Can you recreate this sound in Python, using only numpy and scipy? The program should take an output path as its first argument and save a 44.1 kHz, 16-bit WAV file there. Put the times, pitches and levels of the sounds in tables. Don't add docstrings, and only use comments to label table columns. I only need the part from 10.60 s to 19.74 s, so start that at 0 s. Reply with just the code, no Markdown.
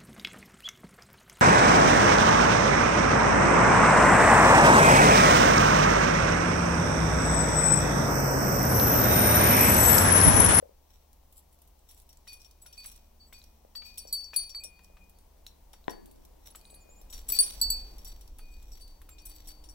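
import sys
import numpy as np
from scipy import signal
from scipy.fft import rfft, irfft, next_fast_len
from scipy.io import wavfile

SR = 44100
rng = np.random.default_rng(int(sys.argv[2]) if len(sys.argv) > 2 else 0)


def generate_wav(sig):
    pcm = np.round(np.clip(np.atleast_2d(sig).T, -1, 1) * 32767).astype(np.int16)
    wavfile.write(sys.argv[1], SR, pcm)


def gain_from_db(level_db):
    decades = np.asarray(level_db, float) / 20
    return 10 ** decades


N = 403074
M = next_fast_len(N)

# [t/s, peak level/dB, dull part level/dB]
BITES = [(1.289, -40, -67), (1.4905, -41, -68.5), (1.675, -40, -60), (1.73, -35, -66), (1.846, -47, -66),
         (2.062, -39, -63), (2.1263, -40, -64), (2.244, -38, -66), (2.316, -35, -68), (2.7282, -36.5, -62),
         (2.789, -42, -82), (3.152, -47, -60.5), (3.375, -30.5, -53.5), (3.7403, -31, -56),
         (3.894, -37, -64), (4.036, -32, -58), (4.8647, -36, -63), (5.1316, -38, -63.5), (5.295, -46, -59),
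         (5.867, -37, -75), (5.9555, -35, -63.5), (6.414, -40, -72), (6.499, -50, -66), (6.5271, -32, -55),
         (7.382, -38, -65.5), (7.61, -39, -64.5), (8.583, -49.5, -60), (8.6533, -33, -73),
         (8.873, -34, -64.5), (9.039, -43.5, -63.5)]
BELL_HZ = [4523, 7880, 13955, 13022, 10790, 9347, 10780, 12182, 14775]


def rms_one(x):
    return x / np.sqrt(np.mean(x ** 2) + 1e-20)


def in_time(rows):
    s, *columns = np.transpose(rows)
    return [np.interp(np.arange(N) / SR, s, c) for c in columns]


def at_hz(points, hz):
    points = np.array(points)
    return np.interp(np.log(hz), np.log(points[:, 0]), points[:, 1])


def band(x, low_hz, high_hz, order=2):
    sos = signal.butter(order, [low_hz, high_hz], "band", fs=SR, output="sos")
    return signal.sosfilt(sos, x + 1e-18)


def colour(x, spectrum):
    hz = np.maximum(np.fft.rfftfreq(M, 1 / SR), 1)
    return rms_one(irfft(rfft(x, M) * gain_from_db(at_hz(spectrum, hz)), M)[..., :N])


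def resonance(x, hz, width_hz):
    r = np.exp(-np.pi * width_hz / SR)
    return signal.lfilter([(1 - r * r) / 2, 0, (r * r - 1) / 2], [1, -2 * r * np.cos(2 * np.pi * hz / SR), r * r], x)


def pan(x, db):
    return x * gain_from_db(np.array([db / 2, -db / 2]).reshape(2, -1))


def add(out, s, sound):
    i = round(s * SR)
    out[:, i:i + sound.shape[-1]] += sound[..., :N - i]


def dying(t60, size=2600):
    return gain_from_db(-60 * np.arange(size) / SR / np.maximum(t60, .001))


def grains(per_s, spread_db):
    present = rng.random(N) < per_s / SR
    size = gain_from_db(spread_db * np.minimum(rng.exponential(1, N), 4)) * present
    shared, own = rng.standard_normal(N), rng.standard_normal((2, N))
    return size * (shared + 4.6 * own) + 0.013 * own


def alike_noise(spectrum):
    # [f/Hz, left-right likeness 0-1]
    likeness = [(60, 0.28), (130, 0.93), (290, 0.056), (1400, 0.46), (6800, 0.024)]
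    hz = np.maximum(np.fft.rfftfreq(M, 1 / SR), 1)
    mid, side = rfft(rng.standard_normal((2, M))) * gain_from_db(at_hz(spectrum, hz))
    alike = np.clip(at_hz(likeness, hz), -1, 1)
    both = np.sqrt(1 + alike) * mid + np.sqrt(1 - alike) * side * [[1], [-1]]
    return rms_one(irfft(both, M)[:, :N])


def chewing(bouts, spectrum, clump_db):
    edge_db = 8
    crackle = np.zeros(N)
    for s, build, dying_away, db in bouts:
        late = np.arange(N) / SR - s
        sunk = np.maximum(-late / build, late / dying_away)
        crackle = np.maximum(crackle, gain_from_db(db - edge_db * sunk))
    drift = np.interp(np.arange(N), np.linspace(0, N, 1800), rng.standard_normal(1800))
    clumps = gain_from_db(clump_db * drift)
    return pan(gain_from_db(12.0) * crackle * clumps * colour(grains(2200, spread_db=-0.5), spectrum), 1.13)


def snaps():
    # [t/s, peak level/dB]
    clicks = [(0.725, -41), (1.018, -41), (1.075, -45), (1.311, -37), (1.3764, -42), (1.418, -44),
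              (2.021, -39.5), (4.4953, -43), (5.306, -32), (5.458, -39), (5.512, -41), (7.447, -30.5),
              (7.785, -34.5), (8.417, -40.5), (8.4908, -34)]
    click_dull_db = -33
    bright, dull = np.zeros((2, N)), np.zeros((2, N))
    for s, db, dull_db in BITES + [(s, db, db + click_dull_db) for s, db in clicks]:
        noise, (high, low) = rng.standard_normal((3, 2600)), rng.random(2)
        splintering = dying(0.038) + 0.25 * dying(0.2)
        crack = pan((noise[0] + 3.95 * noise[1:]) * splintering, 0.41)
        add(bright, s, gain_from_db(db - 24.0) * (crack + resonance(crack, 7000 + 8000 * high, 600)))
        add(dull, s, gain_from_db(dull_db + 2.0) * (crack + 1.23 * resonance(crack, 3450 + 650 * low, 220)))
    return band(bright, 7900, 19000) + band(dull, 2670, 4120)


def nips():
    # [t/s, peak level/dB, centre f/Hz]
    nipped = [(0.5305, -39, 11600), (0.9885, -43, 14900), (1.191, -44, 7800), (1.3996, -35, 9700),
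              (1.529, -35.5, 5860), (1.571, -37.5, 7700), (1.8173, -33, 5600), (1.911, -34.5, 5900),
              (2.1524, -53, 5650), (2.3614, -33, 9200), (2.8394, -33, 5670), (4.191, -43, 4520),
              (4.2284, -55, 7590), (4.245, -35, 5710), (4.44, -46, 5770), (4.5865, -39.5, 9400),
              (5.559, -44, 5730), (3.8963, -35, 5740), (5.651, -36.5, 11800), (6.012, -36, 4550),
              (6.9203, -44, 9350), (7.277, -53, 4500), (7.425, -44, 5780), (7.677, -34, 5600),
              (7.856, -45.5, 4560), (7.9399, -39, 4520), (8.027, -37, 7700), (8.1, -57, 5670),
              (8.2788, -35, 4500), (8.619, -37, 14000), (8.7627, -31, 4520)]
    out = np.zeros((2, N))
    for (s, db, hz), noise in zip(nipped, rng.standard_normal((len(nipped), 2, 2600))):
        crack = noise * (dying(0.019) + 0.3 * dying(0.11))
        add(out, s, gain_from_db(db - 18.5) * (band(crack, 3700, 18000) + 2.7 * resonance(crack, hz, 380)))
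    return out


def pecks():
    # [t/s, peak level/dB]
    pecked = [(2.817, -45.5), (4.8662, -34.5), (5.242, -51), (5.905, -53), (6.053, -45), (6.102, -49.5),
              (6.144, -49.5), (8.82, -55)]
    slat_hz, slat_t60_s = 4000, 0.013
    out, t = np.zeros((2, N)), np.arange(2600) / SR
    for s, db in pecked:
        tick = band(rng.standard_normal(2600) * dying(0.051), 6200, 7400)
        slat = np.sin(2 * np.pi * slat_hz * t) * dying(slat_t60_s)
        add(out, s, pan(gain_from_db(db) * (slat + 0.43 * tick), 1.4))
    return out


def knocks():
    # [t/s, peak level/dB, pitch f/Hz]
    blocks = [(1.671, -47.5, 1940), (2.059, -47.5, 1430), (2.249, -43.5, 2140), (2.726, -44.5, 2170),
              (3.152, -44.5, 1870), (3.221, -44.5, 2400), (3.7335, -38, 1770), (3.946, -44, 2350),
              (4.192, -52.5, 1000), (4.369, -50, 1220), (5.136, -46, 844), (5.949, -42.5, 1274),
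              (7.791, -47, 1263), (8.416, -49, 1090), (8.489, -46.5, 1280)]
    out, t = np.zeros((2, N)), np.arange(2600) / SR
    for s, db, hz in blocks:
        body = np.sin(2 * np.pi * hz * t) * dying(0.038)
        body += .5 * np.sin(2 * np.pi * 0.77 * hz * t) * dying(0.0041)
        tick = band(rng.standard_normal(2600) * dying(0.049), 600, 3440)
        add(out, s, pan(gain_from_db(db - 9.0) * (body + 2.88 * tick), 4.1))
    return out


def struck(times, levels_db, rises, hz, t60s, side_db, lead, holds=0):
    out = np.zeros((2, N))
    each = [np.broadcast_to(v, len(times)) for v in (t60s, holds)]
    side_db, lead = np.broadcast_to(side_db, N), np.broadcast_to(lead, N)
    ends, fades = [*times[1:], N / SR], [*rises[1:], .001]
    for s, end, db, rise, fade, t60, hold in zip(times, ends, levels_db, rises, fades, *each):
        start = round(s * SR)
        length_s = min(end - s + fade, hold + 2 * t60)
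        t = np.arange(round(length_s * SR))[:N - start] / SR
        here = slice(start, start + len(t))
        rate, *beat = rng.uniform(2, 8, 3)
        faint = -66 - 25 * t / t60 + np.minimum(db + 56.5, 0)
        tail = np.maximum(db - 60 * (t - hold) / t60, faint)
        edges = np.clip(np.minimum(t / rise, (t[-1] - t) / fade), 0, 1)
        waver = 1 + 0.2 * (hz / 10000) ** 3 * np.sin(hz / 150 * rate * t + np.c_[beat])
        level = gain_from_db(np.minimum(tail, db)) * edges * waver
        phase = 2 * np.pi * hz * (t + start / SR) + lead[here] * [[.5], [-.5]]
        add(out, s, pan(level, side_db[here]) * np.sin(phase))
    return out


def bell():
    # [t/s, main mode level/dB, wall modes level/dB, lip
    # modes level/dB]
    touches = [(1.678, -49, -66.5, -50), (2.0178, -91, -49.5, -52), (2.178, -46, -53, -48.5),
               (2.2586, -64, -49.5, -41), (3.1552, -39, -50.5, -55), (3.251, -47.5, -53.5, -56),
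               (3.3801, -49, -47.5, -40.5), (3.474, -52, -52, -74), (3.5263, -29.5, -36.5, -33.5),
               (3.762, -30.5, -43, -23), (3.9479, -35.5, -50.5, -51), (3.998, -50, -51, -78),
               (4.0372, -71, -48.5, -42.5), (6.6884, -53.5, -33, -34), (6.698, -47.5, -37, -33),
               (6.7208, -39, -39.5, -35), (6.7503, -33.5, -36, -47), (6.788, -17.5, -32, -20.5),
               (6.8022, -38.5, -54.5, -17.5), (6.884, -46, -62, -64), (6.915, -48.5, -66, -47),
               (6.987, -54, -52, -66), (7.0138, -24.5, -24.5, -76), (7.1021, -27, -25.5, -57),
               (7.4741, -57.5, -48, -50), (8.2053, -52.5, -57, -51.5), (8.6553, -75, -49.5, -46.5),
               (8.8775, -52.5, -50, -50.5),
               (3.633, -42, -58, -64), (5.135, -71, -75, -87), (8.282, -61, -73, -62),
               (8.962, -63, -85, -83), (1.73, -66, -76, -47), (2.062, -70, -74, -49),
               (2.595, -54, -67, -77), (2.731, -53.5, -53, -57), (2.8, -74, -75, -70),
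               (7.447, -56.5, -75, -72), (8.415, -77, -83, -83.5), (8.5, -72.5, -85, -83),
               (2.668, -82, -56, -72.5), (4.14, -69, -80, -76), (4.534, -74, -88, -92),
               (4.581, -84, -93.5, -69), (5.3, -56, -72, -81), (5.36, -72, -85, -87),
               (5.457, -76, -75, -77), (5.872, -77, -77, -69), (6.5003, -86, -49, -80),
               (6.527, -89, -68, -52), (5.951, -73, -50.5, -79), (6.046, -66, -64, -53.5),
               (6.099, -69, -51.5, -51.5), (6.1412, -63.5, -68, -49.5), (7.7834, -60, -71, -55.5),
               (7.9114, -65, -56, -63.5), (8.118, -63, -53, -67), (8.6, -66, -83, -72),
               (8.69, -56, -53, -50), (8.7474, -61.5, -53, -70), (9.0894, -63, -57, -50.5)]
    # [t/s, peak level/dB, held/s, t60/s]
    bumps = np.array([(1.676, -53, 0.041, 0.37), (2.062, -68, .03, 0.51), (2.175, -51, 0.0053, 0.36),
                      (2.726, -57.5, 0.017, 0.36), (3.254, -54, 0.0087, 0.77), (3.7335, -45, 0.017, 0.13),
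                      (3.797, -59, 0.022, .5), (4.002, -53, 0.019, 0.96), (4.37, -66.5, 0.013, .4),
                      (4.406, -56.5, 0.01, 0.24), (5.994, -68.5, 0.33, 1), (6.7236, -44, 0.011, 0.14),
                      (6.783, -52, 0.0085, 0.39), (7.102, -59, 0.02, 0.72), (7.793, -62, 0.15, 0.56),
                      (8.493, -65.5, 0.18, 0.51)])
    # [t60/s, family 0 main 1 wall 2 lip, level over family/dB, left-right/dB, left-right phase/rad]
    modes = [
        (0.42, 0, 1.5, -0.5, 0.01),
        (0.087, 1, 3, 3.5, 0.68),
        (0.079, 1, 8, 4, 1.7),
        (0.1, 1, -6, -2, 1.7),
        (0.036, 1, 0, 8, 1.36),
        (0.16, 2, 2.5, -2, 0.01),
        (0.083, 2, -4, -1.5, 0.88),
        (0.67, 2, -35.5, -10, 1.5),
        (0.11, 2, -14.5, 0.5, 1.1),
    ]
    # [t/s, main left-right/dB, lip left-right/dB, main left-right phase/rad, lip left-right phase/rad]
    turning = [(2.18, -1.5, 1.5, 1, 2.6), (3.38, 8, 5, 2.5, 1.5), (3.53, 0, -7.5, -1.5, -2.5),
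               (3.6, 9, -2, 0.8, 0), (3.763, 5, 10.5, -0.6, 4), (3.81, 0.5, 7, -1, 0.8),
               (4.04, -1.5, 2.5, -1, 1), (6.72, -6, 3, -1.0, -2.5), (6.755, 8.5, 4, 1.5, -3.5),
               (6.79, 2, 14.5, 1.6, -5), (6.806, 2.5, 4.5, 2.5, 1.5), (6.85, 18.5, -6, 1.3, 1.8),
               (7.016, -9.5, 23, 1.5, 5), (7.06, -4, 7, 1.5, 3.0), (8.2, 6, 2, 0.8, 1.5)]
    # [t/s, gain of the highest wall modes/dB]
    crown = [(2.0, -12), (2.26, -2), (3.53, 2.5), (3.76, 3), (4.04, -6), (6.69, -6.5), (6.72, 13.5),
             (6.75, -5), (7.01, -5.5), (7.1, -6.5), (7.47, -2.5), (8.65, 4.5)]
    # [t/s, gain/dB]
    lip = [(3.76, 5), (6.79, 2), (6.8, 0), (8.2, -5)]
    soft_loss_db = -7.5
    tick_over_db = 3

    low_rises = np.interp(bumps[:, 1], [-62, -54], [.04, .002])
    out = struck(bumps[:, 0], bumps[:, 1] - 4, low_rises, 2461, bumps[:, 3], 11.0, 0.39, bumps[:, 2])

    rows = np.array(sorted(touches))
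    times = rows[:, 0]
    main_db, lip_db, main_rad, lip_rad = in_time(turning)
    turns = [(main_db, main_rad), (0, 0), (lip_db, lip_rad)]
    soft_db = np.interp(rows[:, 1:].max(axis=1), [-58, -46], [soft_loss_db, 0])
    crown_db = np.interp(times, *np.transpose(crown))
    uneven_db = np.interp(times, *np.transpose(lip))
    for hz, (t60, family, db, side_db, lead) in zip(BELL_HZ, modes):
        place_db = (hz > 10000) * soft_db + (13000 < hz < 14000) * crown_db + (hz == 10780) * uneven_db
        turn_db, turn_rad = turns[round(family)]
        family_db = rows[:, 1 + round(family)]
        rises = np.interp(family_db, [-60, -47], [.03, .0005])
        holds = t60 * np.interp(family_db, [-75.5, -57, -18.0, -11.5], [0.11, 0, 0.0012, 0.36])
        out += struck(times, family_db + db + place_db, rises, hz, t60, side_db + turn_db, lead + turn_rad, holds)

    ticks = np.zeros((2, N))
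    for s, db in zip(times, rows[:, 2:].max(axis=1) + tick_over_db):
        add(ticks, s, gain_from_db(db) * rng.standard_normal((2, 2600)) * (dying(0.00075) + 0.31 * dying(0.011)))
    return out + band(ticks, 5400, 11000)


def chain():
    # [t/s, peak level/dB]
    tugs = [(1.802, -59), (2.128, -57), (3.2492, -65), (3.3807, -56), (3.579, -56), (3.811, -53),
            (3.473, -51), (3.64, -51), (3.8925, -47.5), (4.0387, -49), (5.298, -60), (6.5343, -52.5),
            (6.69, -53.5), (6.7204, -44.5), (6.8347, -44), (7.014, -48), (7.451, -48), (8.117, -52),
            (8.654, -59), (8.8777, -60.5), (9.087, -52)]
    link_hz = [5450, 5600, 5720, 5880, 7250, 4523, 9347]
    # [width/Hz, level/dB]
    links = [(50, -6.5), (36.4, 8.5), (40, 5), (59.5, -22), (142, -4.5), (5, 8.5), (15.18, 2)]
    bite_tug_db = 6
    flurry = np.zeros((1, N))
    for s, db in tugs + [(s, dull_db + bite_tug_db) for s, _, dull_db in BITES]:
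        add(flurry, s, gain_from_db(db + 16.5) * dying(0.11, size=5000))
    hits = flurry * rms_one(grains(1700, spread_db=-6.0))
    return pan(sum(gain_from_db(db) * resonance(hits, hz, width) for hz, (width, db) in zip(link_hz, links)), 5.9)


def squeaks():
    # [t/s, length/s, from f/Hz,
    # to f/Hz, level/dB]
    slips = [(5.9, 0.023, 10700, 10800, -76.5), (6.138, 0.035, 12000, 10800, -83),
             (6.197, 0.047, 7170, 6800, -83.5), (6.282, 0.071, 6730, 7700, -81.5),
             (6.348, 0.072, 7040, 7300, -83.5), (6.475, 0.17, 6800, 7260, -86),
             (8.496, 0.052, 7460, 7500, -78.5)]
    out = np.zeros((2, N))
    for s, length, from_hz, to_hz, db in slips:
        glide = np.linspace(from_hz, to_hz, round(length * SR))
        jitter = 4000 * signal.lfilter([.002], [1, -.998], rng.standard_normal(9000))[:len(glide)]
        tone = np.sin(2 * np.pi * np.cumsum(glide + jitter) / SR)
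        add(out, s, gain_from_db(db + 22.5) * signal.windows.tukey(len(glide), .6) * tone * np.ones((2, 1)))
    return out


def fall():
    # [f/Hz, level/dB, t60/s]
    thud = [(302, -38, 0.016), (570, -40, 0.026), (820, -11.5, 0.0067), (978, -32, 0.037),
            (1570, -6, 0.0026), (1880, -47, 0.045), (3250, -10, 0.002)]
    # [f/Hz, level/dB, t60/s]
    ringing_on = [(387, -51, 0.25), (470, -53, 0.12), (670, -52, 0.19), (782, -55, 0.26), (920, -57, 0.43),
                  (1000, -47, 0.22), (1710, -58.5, 0.5), (1870, -55.5, 0.35)]
    fall_s = 5.281
    out, t = np.zeros((2, N)), np.arange(9000) / SR
    rise = np.minimum(t / 0.00094, 1)
    for hz, db, t60 in thud + ringing_on:
        right = np.interp(hz, [300, 1000], [-.92, .4])
        mode = rise * np.sin(2 * np.pi * hz * t) * dying(t60, size=9000)
        add(out, fall_s, -gain_from_db(db) * mode * [[1], [right]])
    shove = np.sin(2 * np.pi * 420 * t) * dying(0.011, size=9000)
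    add(out, fall_s + .0014, gain_from_db(-13) * shove * [[1], [-.6]])
    noise = rng.standard_normal((2, 9000))
    add(out, fall_s, pan(gain_from_db(-34) * band(noise * dying(0.0042, size=9000), 400, 2000), 3.2))
    shake = band(rng.standard_normal(30000), 184, 390) * dying(1.3, size=30000)
    add(out, fall_s + .015, gain_from_db(-28.5) * shake * [[1], [-.8]])
    buzz = (resonance(noise, 910, 140) + 0.5 * resonance(noise, 1700, 58)) * dying(0.69, size=9000)
    add(out, fall_s + 0.00414, pan(gain_from_db(-40.0) * buzz, 2.2))
    return out


def taps():
    # [t/s, peak level/dB, pitch f/Hz, softness of the contact/s]
    tapped = [(0.0251, -33.5, 526, 0.0019), (0.092, -44.5, 487, .001), (3.049, -43.5, 540, 0.00079),
              (3.4519, -39, 550, 0.00078), (4.0486, -41.5, 560, 0.00078), (4.2997, -47, 566, 0.00067),
              (5.8818, -45.5, 570, 0.00073), (6.1293, -43, 550, 0.00079), (6.171, -54, 555, 0.00082),
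              (6.256, -50, 447, 0.0011), (6.2903, -44.5, 546, 0.00068), (6.4159, -45, 580, 0.0006),
              (6.696, -49, 530, .001), (6.712, -53, 400, 0.0011)]
    out, t = np.zeros((2, N)), np.arange(6000) / SR
    for (s, db, hz, soft), noise in zip(tapped, rng.standard_normal((len(tapped), 6000))):
        push = (t / soft / 2) ** 2 * np.exp(2 - t / soft)
        swing = push * np.cos(2 * np.pi * hz * (t - 2 * soft) + np.array([[0], [2.1]]))
        click = 0.38 * band(noise * dying(0.0088, size=6000), 800, 1727) * [[.5], [1]]
        shiver = rms_one(resonance(resonance(noise, hz, 220), hz, 220))
        shiver = (soft / 0.0042) ** 2 * shiver * np.minimum(t / .012, 1) * dying(0.22, size=6000)
        add(out, s, gain_from_db(db) * (swing * [[1], [.6]] + click + shiver * [[1], [-.4]]))
    return out


def hand():
    # [t/s, rumble level/dB, rubbing level/dB]
    moves = [(0.0, -62, -66.5), (0.2, -61.5, -69), (3.64, -57.5, -68), (6.29, -57.5, -63.5),
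             (6.57, -45, -61.5), (6.9, -50.5, -59), (7.05, -38, -56), (7.64, -48.5, -64), (7.79, -42, -68),
             (8.25, -48.5, -66.5), (9.14, -51, -62.5)]
    rumble_db, rub_db = in_time(moves)
    noise = rng.standard_normal(N)
    rumble = rms_one(band(noise, 13.7, 50.8, order=4))
    rumble += gain_from_db(-16.0) * rms_one(band(noise, 39, 101.0))
    rumble += gain_from_db(-23.0) * rms_one(band(noise, 78, 344))
    rub = alike_noise([(60, -36.0), (110, -3.5), (300, -2), (950, -6.0), (1300, -17.0), (4000, -22.5)])
    return gain_from_db(rumble_db) * rumble + pan(gain_from_db(rub_db - 0.5) * rub, 3.2)


def room(x, top_hz):
    tail = band(rng.standard_normal((2, 16000)), 330, top_hz) * dying(0.28, size=16000)
    tail[:, :300] = 0
    return gain_from_db(-14) * signal.oaconvolve(x, tail / np.sqrt(np.sum(tail[0] ** 2)), axes=1)[:, :N]


def hums():
    # [from t/s, to t/s, f/Hz, level/dB]
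    bars = [
        (2.03, 3.77, 221.4, -73.5),
        (3.928, 4.687, 185.7, -69),
        (5.89, 6.62, 187.4, -69.5),
        (8.314, 9.499, 305.3, -67.5),
    ]
    motor_hz, motor_db = 69.5, -64.5
    t, noise = np.arange(N) / SR, rng.standard_normal(N)
    wander = rms_one(signal.lfilter([1], [1, -.9995], rng.standard_normal(N)))
    out = gain_from_db(motor_db) * np.sqrt(2) * np.sin(2 * np.pi * np.cumsum(motor_hz + 2.0 * wander) / SR)
    for start, end, hz, db in bars:
        swell = np.clip(np.minimum(t - start, end - t) / 0.28, 0, 1)
        out += gain_from_db(db) * swell * (np.sin(2 * np.pi * hz * t) + 0.17 * rms_one(resonance(noise, hz, 17.0)))
    return out


def air():
    # [f/Hz, level/dB per Hz]
    hiss_spectrum = [(50, -55), (85, 6.5), (93, -29), (150, -2), (296, -17.5), (450, -19.5), (560, -9),
                     (926, -7.5), (1670, -25), (2230, -19.5), (4300, -19), (5710, -20), (12000, -24.5),
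                     (16000, -15)]
    hiss = alike_noise(hiss_spectrum)
    cage = [(5800, 230, 1.0), (12000, 1500, 1.0), (15200, 600, .6)]   # (Hz, width Hz, gain)
    sung = sum(gain * resonance(hiss, hz, width) for hz, width, gain in cage)
    return pan(gain_from_db(-68) * (hiss + sung), 4.1)


def scene():
    # [t of the climax/s, build-up/s, dying away/s, fibre crackle level/dB]
    chewed = [(.358, 0.048, 0.044, -72.5), (1.308, 0.019, 0.056, -72), (1.365, .005, 0.034, -72),
              (1.7, 0.034, 0.09, -67), (2.267, 0.067, 0.066, -61), (2.726, 0.0023, 0.16, -72),
              (3.25, 0.0087, 0.078, -62), (3.378, .002, 0.12, -68), (3.526, .002, 0.11, -63.5),
              (3.757, 0.0056, 0.061, -58.5), (5.304, 0.0089, 0.024, -61), (5.654, 0.028, 0.0079, -74),
              (5.88, 0.021, 0.024, -61.5), (6.526, .002, 0.073, -56), (6.69, 0.0037, 0.25, -51.5),
              (6.789, 0.0044, 0.1, -50.5), (7.014, .002, 0.095, -61.5), (7.102, .002, 0.14, -62),
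              (7.476, 0.013, 0.072, -62), (8.2, 0.42, 0.12, -71.5), (8.656, 0.0041, 0.1, -62),
              (8.897, 0.031, 0.033, -61.5)]
    # [f/Hz, level/dB per Hz]
    fibre = [(1500, -12), (2800, -8.5), (4000, -0.5), (4900, -22), (5700, 6.5), (6600, -17), (7700, -1),
             (8800, -27.5), (11800, -2), (14500, -14.5), (16000, 1)]
    # [t of the climax/s, build-up/s, dying away/s, level/dB]
    rustle = [(.785, 0.027, 0.018, -67), (.93, 0.0072, 0.016, -74), (1.31, 0.019, .05, -72),
              (4.24, 0.016, 0.025, -80), (5.96, 0.0072, .03, -71), (6.689, .002, .04, -54.5),
              (6.722, .002, .04, -60), (6.752, .002, .03, -51.5), (6.79, 0.0015, 0.049, -59),
              (6.885, .004, 0.026, -65), (7.015, 0.0011, 0.034, -61), (7.103, .002, 0.019, -50)]
    # [f/Hz, level/dB per Hz]
    strap = [(1760, -35.5), (3000, -11), (5560, -10.5), (6760, -21.5), (7720, 9.5), (8340, -37.5),
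             (9200, 1.5), (14600, -2), (16000, -10.5)]
    ringing = bell()
    wood = snaps() + knocks() + taps() + fall() + squeaks() + pecks() + nips()
    links = chain()
    fibres = chewing(chewed, fibre, clump_db=4.0) + chewing(rustle, strap, clump_db=-5.5)
    singing = gain_from_db(8.5) * resonance(fibres.mean(axis=0), BELL_HZ[0], 1.9)
    echoes = room(wood, top_hz=5600) + room(0.9 * ringing, top_hz=14000)
    soft = echoes + links + fibres + singing + hums() + hand() + air()
    return ringing + wood + signal.sosfilt(signal.ellip(8, .5, 50, 15850, fs=SR, output="sos"), soft)


def low_pass(x):
    return signal.sosfilt(signal.butter(12, 16800, fs=SR, output="sos"), x)


def record(dry):
    dulled = signal.sosfilt(signal.cheby2(10, 45, 16800, fs=SR, output="sos"), dry)
    return low_pass(dulled)


dry = scene()
out = record(dry)
generate_wav(out)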